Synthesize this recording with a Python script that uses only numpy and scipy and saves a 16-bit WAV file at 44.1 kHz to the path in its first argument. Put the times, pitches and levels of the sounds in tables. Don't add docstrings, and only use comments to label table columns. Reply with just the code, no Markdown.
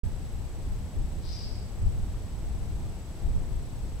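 import sys
import numpy as np
from scipy import signal
from scipy.fft import rfft, irfft
from scipy.io import wavfile
from scipy.ndimage import uniform_filter1d

SR = 44100
rng = np.random.default_rng(int(sys.argv[2]) if len(sys.argv) > 2 else 0)


def wav_record(signal):
    frames = np.transpose(np.atleast_2d(signal))
    bounded = np.clip(frames, -1, 1)
    quanta = np.round(bounded * 32767).astype(np.int16)
    wavfile.write(sys.argv[1], SR, quanta)


N = 176400

# (f/Hz, level/dB)
HISS_TONE = [(100, 1), (700, 8.5), (1500, 2.5), (2500, 1.5), (4500, -0.5), (6500, -2), (9000, -4.5),
             (11500, -7), (15500, -12.5)]
# (f/Hz, level/dB)
TRAFFIC_TONE = [(20, -3.5), (55, -2.5), (90, -2.5), (150, -7), (210, -11.5), (300, -15.5), (500, -21.5),
                (800, -25), (1200, -34), (2000, -43.5), (4000, -51), (9000, -61)]
# (t/s, level/dB)
TRAFFIC_LEVEL = [(0, 1.3), (.5, 0), (1.3, -1.3), (2, 0.36), (2.9, 0.8), (3.3, 0.65), (4, 0)]
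# (f/Hz, level/dB)
WIND_TONE = [(9, -21), (20, 1.5), (55, -3), (90, -5.5), (130, -16), (200, -24.5), (300, -41.5), (550, -56),
             (1500, -74), (5000, -100)]
# (t/s, level/dB, left minus right/dB)
WIND_GUSTS = [(0.05, -30.0, -12), (0.12, -35.5, 5.5), (0.5, -36.0, 4), (0.74, -28, -2), (0.93, -41.5, -1),
              (0.99, -25.5, 7.0), (1.12, -32.0, -4), (1.3, -33.5, -1), (1.76, -37.5, 6.0), (1.84, -21.5, 5),
              (1.91, -30, 6), (1.97, -26.5, -4), (2.15, -33.5, -2), (2.28, -37, 0), (2.34, -33.0, -3),
              (2.6, -31.5, 5.5), (2.85, -31.5, 5.5), (3.08, -42.5, 0), (3.22, -35.5, 5), (3.26, -26.5, 11),
              (3.3, -27.5, -4), (3.38, -22.0, -1), (3.42, -34.0, 0), (3.53, -30, 0.5), (3.75, -39.5, 4),
              (3.86, -33.5, 5), (4.0, -37.5, -3)]
# (t/s, level/dB)
ECHO_DECAY = [(.008, 0), (.04, 3), (.085, -5), (.15, -5), (.23, -12), (.4, -30), (.8, -60)]
# (f/Hz, level/dB)
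ECHO_TONE = [(3000, 0.5), (4700, 3.5), (5000, -3), (5400, 4), (5900, -5), (8000, -14)]
# (t/s, f/Hz, level/dB)
BUZZ_SHAPE = [(1.215, 168, -20), (1.245, 168.8, -7), (1.28, 169.9, -3), (1.33, 171, 1), (1.37, 171.4, 0),
              (1.41, 170.3, -2), (1.44, 168, -.5), (1.48, 163, -13)]
# (f/Hz, level/dB)
THROAT_TONE = [(1200, -44), (2300, -19), (2800, -23), (3400, -20), (4100, -18.5), (4500, -14), (4770, -5),
               (4960, 1), (5150, -5.5), (5600, -15), (5820, -7.5), (6050, -22.5), (6350, -20.5),
               (7200, -30), (9000, -60)]
# (f/Hz, level/dB)
HOARSE_TONE = [(2000, -34), (3400, -7), (4250, -1), (4600, -3), (5500, -30)]


def amp(db):
    return 10 ** (np.asarray(db) / 20)


def evened(x):
    return x / np.sqrt(np.mean(x ** 2) + 1e-20)


def curve(table, t, column=1):
    rows = np.array(table)
    return np.interp(t, rows[:, 0], rows[:, column])


def colour(x, tone):
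    hz, db = np.transpose(tone)
    all_hz = abs(np.fft.fftfreq(N, 1 / SR))
    log_gain = np.log(amp(np.interp(np.log(all_hz + 1), np.log(hz + 1), db)))
    response = np.exp(np.conj(signal.hilbert(log_gain)))
    return irfft(rfft(x) * response[:N // 2 + 1], N)


def drift(hz):
    keep_slow = np.exp(-(np.fft.rfftfreq(N, 1 / SR) / hz) ** 2)
    return evened(irfft(rfft(rng.standard_normal(N)) * keep_slow, N))


def noise(tone, shared):
    both, left, right = rng.standard_normal((3, N))
    return evened(colour(np.sqrt(shared) * both + np.sqrt(1 - shared) * np.array([left, right]), tone))


def pan(x, right_db):
    return x * np.array([[1], [amp(right_db)]])


def camera(t, hiss_db=-55, whine_db=-60, whine_hz=7867, frame_hz=29.97):
    frame_time = (t - .0182) % (1 / frame_hz)
    loud = uniform_filter1d(1. * (frame_time * frame_hz < .48), size=24)
    pulsing = loud + (1 - loud) * amp(-12.5)
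    whine = np.sqrt(2) * np.sin(2 * np.pi * whine_hz * frame_time) * pulsing
    return pan(amp(whine_db) * whine, right_db=-4) + amp(hiss_db) * noise(HISS_TONE, shared=.13)


def traffic(t, base_db=-40.5, swell_db=.76):
    rumble = noise(TRAFFIC_TONE, shared=.98)
    return rumble * amp(base_db + curve(TRAFFIC_LEVEL, t) + swell_db * drift(hz=3.7))


def wind(t):
    flutter_db = np.array([drift(hz=22), drift(hz=22)])
    lean_db = curve(WIND_GUSTS, t, column=2) * np.array([[.5], [-.5]])
    return noise(WIND_TONE, shared=.23) * amp(curve(WIND_GUSTS, t) + lean_db + flutter_db)


def tree_echoes(call, echoes_per_s=2000, gain_db=-2):
    delay = np.arange(SR) / SR
    trunks = rng.standard_normal((2, SR)) * (rng.random((2, SR)) < echoes_per_s / SR)
    trunks = trunks * amp(curve(ECHO_DECAY, delay)) * (delay > ECHO_DECAY[0][0])
    trunks = trunks / np.linalg.norm(trunks, axis=1, keepdims=True)
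    echoes = signal.fftconvolve(colour(call, ECHO_TONE)[None], trunks, axes=1)[:, :N]
    return pan(echoes * amp(gain_db), right_db=-1)


def bird(t, base_db=-46.5, hoarse_db=-55, rasp=.26, sweep=.025):
    pulse_hz = curve(BUZZ_SHAPE, t) * (1 + .0035 * drift(hz=92))
    cycles = np.cumsum(pulse_hz) / SR
    pulses = evened(sum(np.cos(2 * np.pi * (k * cycles + sweep * (k - 29) ** 2)) for k in range(6, 48)))
    puffs = evened(np.exp(-(cycles % 1) / .35) * rng.standard_normal(N))
    buzz = pulses * (1 + .2 * drift(hz=119)) + rasp * puffs
    ring = evened(colour(buzz, THROAT_TONE))
    lower_ring = evened(colour(buzz, [(hz * .975, db) for hz, db in THROAT_TONE]))
    closing = np.clip((t - 1.39) / .06, 0, 1)
    voice = np.sqrt(1 - closing) * ring + np.sqrt(closing) * lower_ring
    voice *= amp(base_db + curve(BUZZ_SHAPE, t, column=2))
    opening = np.exp(-((t - 1.275) / .04) ** 2)
    hoarse = evened(colour(puffs + .5 * pulses, HOARSE_TONE)) * amp(hoarse_db) * opening
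    return (voice + hoarse) * (t > BUZZ_SHAPE[0][0]) * (t < BUZZ_SHAPE[-1][0])


def scene():
    t = np.arange(N) / SR
    call = bird(t)
    return pan(call, right_db=-13) + tree_echoes(call) + wind(t) + traffic(t) + camera(t)


def record(dry, start_s=.033, fade_s=.004, cutoff_hz=15780):
    fade_in = np.clip((np.arange(N) / SR - start_s) / fade_s, 0, 1)
    padded = np.pad(dry * fade_in, ((0, 0), (511, 511)), "reflect")
    treble_cut = signal.firwin(1023, cutoff_hz, window=("kaiser", 9), fs=SR)
    return signal.oaconvolve(padded, treble_cut[None], "valid")


dry = scene()
out = record(dry)
wav_record(out)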